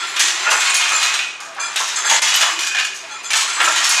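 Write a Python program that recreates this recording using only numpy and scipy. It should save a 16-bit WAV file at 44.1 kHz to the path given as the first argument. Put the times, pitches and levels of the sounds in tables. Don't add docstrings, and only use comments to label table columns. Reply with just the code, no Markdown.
import sys
import numpy as np
from scipy import signal
from scipy.io import wavfile
from scipy.ndimage import uniform_filter1d

SR = 44100
rng = np.random.default_rng(int(sys.argv[2]) if len(sys.argv) > 2 else 0)


def how_loud(loudness_db):
    steps = np.asarray(loudness_db, float) / 20
    return 10 ** steps


def bounce(signal):
    frames = np.transpose(np.atleast_2d(signal))
    limited = np.clip(frames, -1, 1)
    pcm = np.round(limited * 32767).astype(np.int16)
    wavfile.write(sys.argv[1], SR, pcm)


N = 176400
CONTACT_S = 0.0008


def read(points, hz):
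    f, value = np.transpose(points)
    return np.interp(np.log(hz + 1), np.log(f + 1), value)


def evened(x):
    return x / np.sqrt(np.mean(x ** 2) + 1e-20)


def curve(points):
    s, db = np.transpose(points)
    return how_loud(np.interp(np.arange(N) / SR, s, db))


def colour(x, gain_db):
    hz = abs(np.fft.fftfreq(4096, 1 / SR))
    log_gain = np.log(how_loud(np.maximum(gain_db(hz), -120)))
    taps = np.fft.ifft(np.exp(np.conj(signal.hilbert(log_gain)))).real[:2048]
    return signal.oaconvolve(x, taps / np.linalg.norm(taps))[:N]


def add(mix, s, sound):
    part = mix[round(s * SR):][:len(sound)]
    part += sound[:len(part)]


def impacts(per_s, spread_db, size=N):
    height = how_loud(spread_db * np.minimum(rng.exponential(1, size), 4))
    height = height * rng.choice([-1., 1.], size)
    return evened(height * (rng.random(size) < per_s / SR))


def bursts(times, db, t60, rise_s):
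    power, t = np.zeros(N), np.arange(SR // 2) / SR
    for s, level, ring in zip(times, db, t60):
        decay = how_loud(level - 60 * t / np.clip(ring, 0.02, 2))
        add(power, s, (np.minimum(t / rise_s, 1) * decay) ** 2)
    return np.sqrt(power)


def struck(modes, uneven_db, spread):
    t, ring = np.arange(SR // 4) / SR, 0
    for (hz, db, t60), (a, b) in zip(modes, rng.standard_normal((len(modes), 2))):
        envelope = how_loud(db + uneven_db * a - 60 * t / t60)
        ring = ring + envelope * np.sin(2 * np.pi * hz * (1 + spread * b) * t)
    ring = ring * (1 - np.exp(-(t / CONTACT_S) ** 2))
    return ring / np.linalg.norm(ring)


def shaken(hz, width, level):
    carrier = np.exp(2j * np.pi * np.cumsum(hz * np.ones(N)) / SR)
    r = np.exp(-np.pi * width / SR)
    envelope = signal.lfilter([1], [1, -2 * r, r * r], impacts(500, 3) / carrier)
    return curve(level) * evened((carrier * envelope).real)


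# [t/s, peak level/dB, relative low body level/dB, chatter T60/s]
CLACK_EVENTS = [(0.162, -12, 3, 0.23), (0.194, 0, -10, 0.61), (0.2804, -13.5, -3.5, 0.22),
                (0.6478, -10, -1, 0.99), (0.7426, -4, -27, 0.42), (1.0277, -2, -6.5, 0.28),
                (1.1395, -7.5, -2.5, 0.21), (1.1886, -19, 5, 0.46), (1.403, -21.5, -12.5, 0.47),
                (1.7593, -7.5, -3, 0.39), (1.7945, -11, -34, 0.8), (2.2203, -2, -9, 0.42),
                (2.34, -2.5, -9, 0.46), (2.4093, -3, -5, 0.22), (2.5894, -10.5, -4, 1),
                (2.7475, -18.5, 6.5, 0.35), (2.786, -13.5, 0.5, 0.31), (2.8474, -9.5, -11, 0.13),
                (3.304, -10, -2, 0.76), (3.3322, -6.5, -4.5, 0.13), (3.408, -5.5, -8, 0.21),
                (3.5999, -14, 9, 0.21), (3.757, -7, -3.5, 1), (3.892, -2.5, -39, 0.76)]
# [t/s, peak level/dB, relative low body level/dB, chatter
# T60/s]
SWELL_EVENTS = [(0.2194, -11, -24, 0.22), (0.5018, 1, -9, 0.24), (0.599, -2, -3, 0.17),
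                (0.801, -9, 1, 0.49), (0.8794, -12, -24, 0.9), (0.9996, -13.5, -1, 0.9),
                (1.4394, -24.5, -34, 0.4), (1.8694, -11.5, -11, 0.67), (2.088, -3, -4.5, 0.77),
                (2.2694, -8, -3.5, 0.84), (2.6614, -4, -14, 0.16), (2.9394, -16, -47, 0.46),
                (3.349, -1.5, -11, 0.43), (3.633, -6.5, -8.5, 1), (3.836, 1, -22, 0.22),
                (3.9494, -27, -24.5, 0.3)]
# [f/Hz, density level/dB per Hz]
STEEL_SPECTRUM = [(290, -60), (500, -22), (1040, -2), (3000, 5.5), (5000, -4), (6600, -1), (8600, -11.5),
                  (15500, -34.5)]


def clacks(rows, rise_s):
    out = np.zeros(N)
    chatter = colour(impacts(4000, 3.5), lambda hz: read(STEEL_SPECTRUM, hz))
    low = signal.butter(3, 4500, fs=SR, output="sos")
    high = signal.butter(3, 9500, "high", fs=SR, output="sos")
    plates = [(hz, 0, 0.035) for hz in np.geomspace(700, 14000, num=50)]
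    plate_share, clack_db, sizzle_db, sizzle_t60 = 0.56, -8, 4, 0.63
    for s, db, body_db, t60 in rows:
        at = round(s * SR)
        drive = chatter[at:at + SR // 2]
        drive = drive * bursts([0], [db + clack_db], [t60], rise_s)[:len(drive)]
        ring = signal.fftconvolve(drive, struck(plates, 6, 0.04))[:len(drive)]
        blow = drive + plate_share * ring
        body, sizzle = signal.sosfiltfilt(low, blow), signal.sosfiltfilt(high, blow)
        clang = blow - body - sizzle
        fade = how_loud(sizzle_db - 60 * np.arange(len(blow)) / SR / sizzle_t60)
        add(out, s, clang + how_loud(body_db) * body + fade * sizzle)
    return out


# [t/s, peak level/dB, chatter T60/s]
KNOCK_EVENTS = [(0.451, 0, 0.72), (0.512, 3, 0.16), (0.907, -0.5, 0.31), (1.393, -18, 0.8),
                (1.573, -12.5, 0.8), (1.796, -8, 0.38), (1.966, -11, 0.54), (2.037, -7, 0.66),
                (2.104, -3, 0.4), (2.421, -2, 0.39), (3.346, -9, 0.49), (3.559, -7.5, 0.4),
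                (3.598, 0, 0.54), (3.667, 0.5, 0.2), (3.799, -16, 0.81)]
# [f/Hz, level/dB, T60/s]
SLEY_MODES = [(711, -22, 0.098), (938, -7, 0.037), (1115, -3.5, 0.028), (1330, 0.5, 0.033),
              (1620, 7.5, 0.009), (1893, -16.5, 0.026), (2540, -5, 0.011)]


def knocks():
    out, hits, knock_db = np.zeros(N), impacts(1500, spread_db=4), -13.5
    for s, db, t60 in KNOCK_EVENTS:
        at = round(s * SR)
        envelope = bursts([s], [db + knock_db], [t60], rise_s=0.0066)
        drive = (hits * envelope)[at:at + SR // 2]
        add(out, s, signal.fftconvolve(drive, struck(SLEY_MODES, 3, 0.05))[:len(drive)])
    return out


# [t/s, peak level/dB, chatter T60/s, spectral tilt/dB per octave]
CHAIN_JOLTS = [(0.0, -18.5, 0.71, -5.7), (0.059, -24.5, 0.4, 18), (0.194, -10.5, 0.23, 2),
               (0.3796, -22, 1, 0.5), (0.519, -15.5, 0.82, 6), (0.9224, -15.5, 0.51, 0),
               (1.5927, -14.5, 0.32, 0), (1.6294, -16.5, 0.16, -2.5), (1.953, -10.5, 0.2, 1),
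               (2.0424, -12.5, 0.79, 1), (2.1186, -4.5, 0.17, 1), (2.2196, -28, 0.88, .1),
               (2.41, -23.5, 1, 3), (3.0937, -19, 0.21, -2), (3.235, -20.5, 0.19, -0.3),
               (3.4694, -17.5, 1, .1), (3.6344, -21, 0.83, 1.5), (3.7279, -27, 0.36, 1.5),
               (3.8581, -21, 0.35, 13)]
# [f/Hz, level/dB, T60/s]
LINK_MODES = [(1380, -2, .12), (1772, -9, 0.12), (2407, -9, .2), (3400, -3.5, 0.24), (4240, -3, 0.14),
              (4914, -8, 0.33), (6296, 0.5, 0.13), (7130, -3, 0.35), (7520, -3.5, 0.13), (7960, -7, 0.19),
              (9200, -15, 0.14), (10430, -20, .15), (11050, -20, 0.1), (12500, -29.5, 0.087)]


def chain():
    out, size = np.zeros(N), SR // 2
    jolt_db, overtones_db, sustain = -11, -25.5, 1.25
    overtones_hz = np.geomspace(2000, 15000, num=14)
    weak = [(hz, overtones_db - 6 * np.log2(hz / 5000), 0.15) for hz in overtones_hz]
    for s, db, t60, tilt_db in CHAIN_JOLTS:
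        shake = bursts([0], [db + jolt_db], [t60], 0.0041)[:size]
        modes = [(hz, level + tilt_db * np.log2(hz / 4000), ring * sustain)
                 for hz, level, ring in LINK_MODES + weak]
        for link in range(5):
            drive = impacts(300, spread_db=5.5, size=size) * shake
            ring = struck(modes, uneven_db=3.2, spread=0.01)
            add(out, s, signal.fftconvolve(drive, ring)[:size])
    return out


# [t/s, peak level/dB, f/Hz]
SNAP_EVENTS = [(0.162, -22, 9030), (0.194, -10, 8500), (0.2764, -16.5, 11100), (0.5023, -16, 8600),
               (0.5646, -18, 9200), (0.6449, -20, 8980), (0.7432, -7.5, 10300), (0.9194, -18, 8920),
               (0.9996, -20, 9100), (1.0164, -18, 9200), (1.1408, -25, 9300), (1.1894, -36, 8900),
               (1.4022, -43, 8800), (1.5489, -31, 9350), (1.7424, -25, 8850), (1.7604, -13, 8300),
               (1.7948, -21, 8600), (1.8766, -24, 8550), (1.9884, -18, 9600), (2.1074, -20, 8930),
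               (2.2189, -7, 8740), (2.2954, -17, 9000), (2.3421, -15, 8500), (2.3605, -10, 9100),
               (2.4084, -18, 9500), (2.4424, -24, 9100), (2.5326, -23, 9100), (2.591, -29, 8910),
               (2.6489, -19, 9400), (2.7691, -46, 8600), (2.8444, -24, 9400), (3.2345, -28, 8900),
               (3.3064, -27, 8400), (3.3303, -21, 9050), (3.4096, -21, 8660), (3.6197, -14, 9280),
               (3.6334, -12, 8730), (3.7209, -16, 10000), (3.7599, -12, 8700), (3.8926, -6.5, 10140)]


def snaps():
    out, t = np.zeros(N), np.arange(SR // 10) / SR
    snap_db, crack_t60, ring_db, ring_t60 = -4, 0.011, -8.5, 0.032
    bright = signal.butter(2, [6500, 11500], "band", fs=SR, output="sos")
    for s, db, hz in SNAP_EVENTS:
        crack = signal.sosfilt(bright, rng.standard_normal(len(t))) * how_loud(-60 * t / crack_t60)
        ring = sum(np.sin(2 * np.pi * hz * k * t) for k in rng.uniform(0.97, 1.03, 2))
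        add(out, s, how_loud(db + snap_db) * (crack + how_loud(ring_db - 60 * t / ring_t60) * ring))
    return out


# [t/s, peak level/dB, f/Hz, T60/s]
PING_EVENTS = [(0.697, -11, 8500, 0.039), (0.706, -15.5, 7020, 0.1), (.76, -21.5, 9200, .2),
               (0.928, -19.5, 7250, 0.56), (3.536, -24, 7970, 0.56), (3.643, -18, 7120, 0.51),
               (.0, -36, 5070, 0.53), (.0, -34.5, 7960, 0.27), (.0, -30, 3400, .5),
               (2.36, -23, 12500, 0.082), (3.237, -36, 6320, 0.48)]


def ticks():
    out, t, wobble_db = np.zeros(N), np.arange(SR // 3) / SR, 4
    for s, db, hz, t60 in PING_EVENTS:
        wobble = evened(uniform_filter1d(rng.standard_normal(len(t)), size=250))
        envelope = how_loud(db - 60 * t / t60 + wobble_db * wobble) * np.minimum(t / CONTACT_S, 1)
        add(out, s, envelope * np.sin(2 * np.pi * hz * t + wobble))
    return out


# [t/s, level/dB]
RUSTLE_LEVEL = [(0, -28.5), (.16, -31), (.45, -25), (1.15, -25), (1.36, -69), (1.56, -39), (1.8, -30.5),
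                (2.5, -24.5), (2.88, -68), (3.05, -38.5), (3.28, -39), (3.4, -31), (4, -21)]
# [f/Hz, density level/dB per Hz]
HEDDLE_SPECTRUM = [(350, -81), (600, -18), (927, -10), (2540, -6.5), (6400, -15.5), (15500, -45)]


def rustle():
    taps = colour(impacts(7000, spread_db=0.5), lambda hz: read(HEDDLE_SPECTRUM, hz))
    wires = [(hz, read(HEDDLE_SPECTRUM, hz), 0.07) for hz in np.geomspace(900, 11000, num=60)]
    rings = 0
    for group in range(4):
        hits = impacts(150, spread_db=-2.5)
        rings = rings + signal.oaconvolve(hits, struck(wires, 6.2, 0.0373))[:N]
    return curve(RUSTLE_LEVEL) * (taps + 0.77 * evened(rings))


# [t/s, level/dB]
BAR_LEVEL = [(0, -62), (.7, -27.5), (.85, -22.5), (1.15, -29), (1.25, -35), (1.42, -39), (1.55, -78),
             (2.2, -86), (2.3, -45), (2.8, -23.5), (3, -51.5), (3.2, -40.5), (3.8, -40), (4, -22.5)]
# [t/s, f/Hz]
BAR_PITCH = [
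    (0, 2478),
    (.95, 2478),
    (1.13, 2515),
    (1.25, 2490),
    (1.4, 2465),
    (2.7, 2480),
    (4, 2470),
]


def bar():
    hz = np.interp(np.arange(N) / SR, *np.transpose(BAR_PITCH))
    return shaken(hz, 70, BAR_LEVEL)


# [t/s, level/dB]
SHUTTLE_LEVEL = [
    (2.55, -73),
    (2.62, -32),
    (2.78, -24.5),
    (2.87, -30),
    (2.95, -79),
]


def shuttle():
    return shaken(1630, 220, SHUTTLE_LEVEL)


# [t/s, level/dB]
FRAME_LEVEL = [
    (0, -52),
    (.5, -50),
    (1.5, -62),
    (2.45, -51),
    (2.599, -42.5),
    (2.8, -70),
    (3.55, -55),
    (3.66, -38),
    (4, -60),
]
# [t/s, level/dB]
BEAM_LEVEL = [
    (0, -49),
    (1.1, -52.5),
    (1.4, -64.5),
    (2.2, -55),
    (4, -57),
]


def frame():
    return shaken(329, 36, FRAME_LEVEL) + shaken(391.3, 43, BEAM_LEVEL)


# [t/s, length/s, level/dB, f/Hz]
CREAK_EVENTS = [
    (1.468, .075, -36.5, 665),
    (1.562, 0.023, -31, 810),
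    (3.03, 0.038, -36, 667),
    (3.105, 0.056, -35.5, 852),
    (3.14, 0.048, -30, 1330),
]


def creaks():
    out = np.zeros(N)
    for s, length, db, hz in CREAK_EVENTS:
        t = np.arange(0, length, 1 / SR)
        drift = evened(uniform_filter1d(rng.standard_normal(SR // 5), size=600))[:len(t)]
        swell = np.sqrt(abs(np.sin(np.pi * t / length)))
        add(out, s, how_loud(db) * swell * np.sin(2 * np.pi * hz * t + 0.44 * drift))
    return out


# [f/Hz, T60/s]
SHED_DECAY = [(300, 0.4), (1500, 0.7), (5000, 0.77), (12000, 0.56)]


def room(x):
    taps = np.zeros(SR)
    at = np.arange(300, SR - 20, 20)
    taps[at + rng.integers(0, 20, len(at))] = rng.choice([-1., 1.], len(at))
    hz, t, z = signal.stft(taps, SR, nperseg=256)
    decay = how_loud(-60 * t / np.maximum(read(SHED_DECAY, hz), 0.05)[:, None])
    tail = signal.istft(z * decay, SR, nperseg=256)[1]
    return signal.fftconvolve(x, tail / np.linalg.norm(tail))[:N]


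# [f/Hz, density level/dB per Hz]
MURMUR_SPECTRUM = [(30, -28.5), (200, -14.5), (670, -6.5), (1100, -0.5), (2500, -10), (6500, -47),
                   (10000, -48), (15500, -75)]


def murmur():
    return how_loud(-41.5) * colour(rng.standard_normal(N), lambda hz: read(MURMUR_SPECTRUM, hz))


def scene():
    loom = clacks(CLACK_EVENTS, rise_s=0.00072) + clacks(SWELL_EVENTS, rise_s=0.012)
    loom = loom + knocks() + chain() + snaps() + ticks() + rustle()
    loom = loom + bar() + shuttle() + frame() + creaks()
    room_db, rest_s, rest_length_s, rest_db = -8, 2.197, 0.022, -9
    near, t = loom + how_loud(room_db) * room(loom), np.arange(N) / SR
    resting = (t > rest_s) & (t < rest_s + rest_length_s)
    hush_db = uniform_filter1d(rest_db * resting, size=100)
    return (near * how_loud(hush_db))[None]


def band_limit(x):
    return signal.sosfilt(signal.butter(12, 15860, fs=SR, output="sos"), x)


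def record(dry):
    limit = 1.02
    limited = limit * np.tanh(dry / limit)
    thin = signal.sosfilt(signal.butter(3, 283, "high", fs=SR, output="sos"), limited)
    heard = signal.sosfilt(signal.butter(4, 14400, fs=SR, output="sos"), thin + murmur())
    return band_limit(heard)


dry = scene()
out = record(dry)
bounce(out)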